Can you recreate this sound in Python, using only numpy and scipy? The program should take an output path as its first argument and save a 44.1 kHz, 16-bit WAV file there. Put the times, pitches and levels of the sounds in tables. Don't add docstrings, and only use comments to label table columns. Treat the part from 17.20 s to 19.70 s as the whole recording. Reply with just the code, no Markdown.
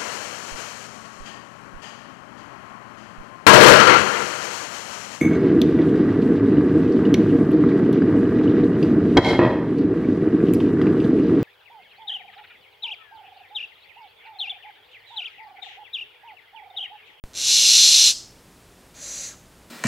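import sys
import numpy as np
from scipy import signal
from scipy.fft import rfft, irfft, next_fast_len
from scipy.io import wavfile
from scipy.ndimage import uniform_filter1d, minimum_filter1d

SR = 44100
rng = np.random.default_rng(int(sys.argv[2]) if len(sys.argv) > 2 else 0)


def digitize_waveform(pressure):
    field = np.atleast_2d(pressure).T
    bounded = np.clip(field, -1, 1)
    quanta = np.round(bounded * 32767).astype(np.int16)
    wavfile.write(sys.argv[1], SR, quanta)


N = 110250

# f/Hz, gain/dB
SCREECH_THROAT = [(300, -36), (550, -34), (1100, -36.5), (1900, -28), (2600, -9.5), (4000, 0.0),
                  (6200, -0.5), (7500, -11.5), (9000, -13), (11300, -18.4), (12700, -34.6), (15500, -35)]
# f/Hz, width/Hz, gain/dB
SCREECH_PEAKS = [(2530, 71, -7), (3160, 185, -8.5), (3760, 50, -2.5), (4190, 310, 4.5), (4500, 98, 6),
                 (4647, 400, -11.5), (5330, 160, -7.5), (5620, 50, 2), (6780, 270, -7.5), (6960, 50, 8.5),
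                 (7464, 350, 8.5), (8100, 410, -12.5), (8250, 200, 9), (9090, 450, -11), (10100, 350, -6.5),
                 (10670, 100, 4)]


def amp(db):
    return 10 ** (np.asarray(db) / 20)


def unit(x):
    return x / np.sqrt(np.mean(x ** 2) + 1e-20)


def along(points, hz):
    f, values = np.transpose(points)
    return np.interp(np.log(hz + 1), np.log(f + 1), values)


def curve(rows, column=1, outside=None):
    rows = np.array(rows)
    return np.interp(np.arange(N) / SR, rows[:, 0], rows[:, column], outside, outside)


def coloured(x, gain_db):
    m = 2 * next_fast_len(N)
    cepstrum = irfft(np.log(amp(gain_db(np.fft.rfftfreq(m, 1 / SR))) + 1e-6))
    cepstrum[1:m // 2] *= 2
    cepstrum[m // 2 + 1:] = 0
    return irfft(rfft(x, m) * np.exp(rfft(cepstrum)))[:N]


def noise(colour):
    return unit(coloured(rng.standard_normal(N), lambda f: along(colour, f)))


def camera_noise(start_s=.039, floor_db=-52, pop_db=-25.5, pop_decay_s=.0087):
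    # f/Hz, gain/dB
    floor_colour = [(15, -25), (28, -2), (90, -4.5), (260, -7), (500, -10), (1000, -15), (2000, -18.5),
                    (4000, -22.5), (9000, -24.5), (12500, -28.5), (15700, -32)]
    # f/Hz, level/dB
    mains = [(60, -66), (120, -67), (181, -66)]
    t = np.arange(N) / SR - start_s
    floor = amp(floor_db) * noise(floor_colour)
    hum = sum(amp(db) * unit(np.sin(2 * np.pi * (hz * t + rng.random()))) for hz, db in mains)
    pop = amp(pop_db) * np.exp(-abs(t) / pop_decay_s)
    return (t >= 0) * (floor + hum + pop)


def loft(level_db, colour, wet_db):
    # f/Hz, T60/s
    t60 = [(500, 0.31), (5000, .43), (12000, .35)]
    hz, t, bands = signal.stft(rng.standard_normal(SR // 2), SR, nperseg=256)
    decay = amp(-60 * t / along(t60, hz)[:, None])
    tail = signal.istft(bands * decay, SR, nperseg=256)[1]
    feed = amp(level_db + wet_db) * noise(colour)
    return signal.fftconvolve(feed, tail / np.linalg.norm(tail))[:N]


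def walls(x, echo_db, count=14, spread_s=.03):
    delays = (rng.uniform(.1, 1, count) * spread_s * SR).astype(int)
    echoes = sum(rng.choice([-1, 1]) * np.pad(x, (d, 0))[:N] for d in delays)
    return x + amp(echo_db) * echoes / np.sqrt(count)


def airflow(level_db, colour, top_db, growth=.25):
    gain = amp(top_db + growth * (level_db - level_db.max())) * (level_db > -100)
    return gain * noise(colour)


def rasp(spits_per_s, spit_share, scatter_db=2.5, low_hz=1800):
    air, chance = rng.standard_normal(N), rng.standard_normal((N // 8, 3))
    due = np.flatnonzero(np.diff(np.floor(np.cumsum(spits_per_s) / SR)))[:len(chance)]
    late, size, sign = chance[:len(due)].T
    at = (due + .4 * late * SR / spits_per_s[due]).astype(int) % N
    kicks = np.sign(sign) * amp(scatter_db * np.clip(size, -2, 2))
    spits = unit(np.bincount(at, kicks, N) / np.sqrt(spits_per_s))
    f = np.fft.rfftfreq(N, 1 / SR)
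    spit_power = spit_share * f ** 4 / (f ** 4 + low_hz ** 4)
    return irfft(np.sqrt(spit_power) * rfft(spits) + np.sqrt(1 - spit_power) * rfft(air), N)


def call_colour(x, shape, peaks):
    def gain_db(f):
        return along(shape, f) + sum(db / (1 + (2 * (f - hz) / width) ** 2) for hz, width, db in peaks)
    return coloured(x, gain_db)


def voiced(air, level_db, shape, peaks, fully_weak_db=18.5):
    # f/Hz, gain/dB
    weak_colour = [(500, 4), (1500, 5.5), (2800, 1.5), (4200, -2.5), (6200, 0.5), (8500, 2.5), (11000, 2.5),
                   (14000, 1.5)]
    full = unit(call_colour(air, shape, peaks))
    weak = unit(coloured(full, lambda f: along(weak_colour, f)))
    weakness = np.clip((level_db.max() - level_db) / fully_weak_db, 0, 1)
    return amp(level_db) * (weakness * weak + (1 - weakness) * full)


def beak(width_hz=310):
    # t/s, f/Hz, level/dB
    resonance = [(1.72, 1400, -77), (1.77, 1616, -63), (1.92, 2050, -60), (2.07, 2020, -58),
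                 (2.12, 1620, -56), (2.145, 1265, -56), (2.17, 1120, -80)]
    lowpass = signal.butter(2, width_hz / 2, fs=SR, output='sos')
    slow = signal.sosfilt(lowpass, rng.standard_normal((2, N)))
    phase = 2 * np.pi * np.cumsum(curve(resonance)) / SR
    band = unit(slow[0] * np.cos(phase) + slow[1] * np.sin(phase))
    return amp(curve(resonance, column=2, outside=-120)) * band


def soft_hiss(spits_per_s=1200):
    # t/s, level/dB
    effort = [(1.742, -63), (1.765, -50), (1.80, -45), (1.832, -37.5), (1.95, -34.5), (2.05, -34.5),
              (2.11, -43), (2.15, -62)]
    # f/Hz, gain/dB
    shape = [(300, -31.5), (580, -21), (900, -35.5), (2200, -20.5), (3300, -26.5), (4300, -14.5),
             (5400, -17), (6100, -0.5), (7500, -8), (8400, -25), (10400, -23), (15000, -45.5)]
    # f/Hz, width/Hz, gain/dB
    peaks = [(4120, 110, 7.5), (4600, 130, -4.5), (4910, 74, 4.5), (5260, 100, -10), (5630, 77, -7.5),
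             (5970, 88, 5), (6410, 590, -9.5), (6560, 120, 9), (6970, 100, -9), (10100, 80, 5.5)]
    # f/Hz, gain/dB
    flow_colour = [(300, -8), (600, 0), (900, -12), (1700, -3), (3200, -6), (4300, 2), (5300, -6),
                   (12000, -20)]
    ring_colour = [(1000, -22), (4000, -14), (5500, -11), (6400, -1), (7400, -4.5), (8500, -17),
                   (14000, -32)]
    # delay/s, gain
    boards = [(.003662, .26), (.002341, -.12), (.00267, -.12), (.004609, -.11), (.008333, .1)]
    level_db = curve(effort, outside=-120)
    air = rasp(np.full(N, spits_per_s), spit_share=.3)
    call = voiced(air, level_db, shape, peaks) + beak() + airflow(level_db, flow_colour, top_db=-49)
    f = np.fft.rfftfreq(N, 1 / SR)
    comb = 1 + sum(gain * np.exp(-2j * np.pi * f * delay) for delay, gain in boards)
    by_boards = irfft(rfft(call) * comb, N)
    return walls(by_boards, echo_db=-12) + loft(level_db, ring_colour, wet_db=-9.5)


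def first_spits():
    # t/s, level/dB
    onsets = [(.1344, -33), (.1420, -28.5), (.1513, -23), (.1624, -20.5), (.1752, -13.5), (.2157, -9.5)]
    kicks = np.zeros(N)
    for t, db in onsets:
        kicks[round(t * SR)] = amp(db)
    spits = call_colour(kicks, SCREECH_THROAT, SCREECH_PEAKS)
    return spits * kicks.max() / abs(spits).max()


def screech(top_spits_per_s=1050, spit_growth=.45):
    # t/s, level/dB
    effort = [(.134, -60), (.154, -37), (.19, -27.5), (.255, -21.5), (.295, -16.5), (.552, -12),
              (.875, -13), (.908, -17.5), (.926, -29), (.937, -54)]
    # f/Hz, gain/dB
    flow_colour = [(200, -15), (530, 2.5), (950, -8.5), (1600, 2.5), (2500, 2.5), (6000, -13)]
    ring_colour = [(1000, -41), (2200, -25.5), (2900, -13.5), (3700, -10.5), (4500, -4), (5100, -0.5),
                   (6000, -5.5), (7500, -6.5), (8300, -12.5), (10000, -20.5), (11500, -20), (13000, -34)]
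    level_db = curve(effort, outside=-120)
    slack_db = np.minimum(level_db.max() - level_db, 30)
    spits_per_s = top_spits_per_s * amp(-spit_growth * slack_db)
    air = walls(rasp(spits_per_s, spit_share=.58), echo_db=-11)
    call = voiced(air, level_db, SCREECH_THROAT, SCREECH_PEAKS)
    flow = airflow(level_db, flow_colour, top_db=-46)
    return call + flow + first_spits() + loft(level_db, ring_colour, wet_db=-12.5)


def scene():
    mono = screech() + soft_hiss() + camera_noise()
    return np.array([mono, mono])


def record(dry):
    hold_s, top_hz = .001, 15750
    hold = round(hold_s * SR)
    needed_gain = 1 / np.maximum(abs(dry), 1)
    gain = uniform_filter1d(minimum_filter1d(needed_gain, 2 * hold), hold)
    m = 2 * next_fast_len(N)
    passband = np.fft.rfftfreq(m, 1 / SR) < top_hz
    return irfft(rfft(dry * gain, m) * passband, m)[:, :N]


dry = scene()
out = record(dry)
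digitize_waveform(out)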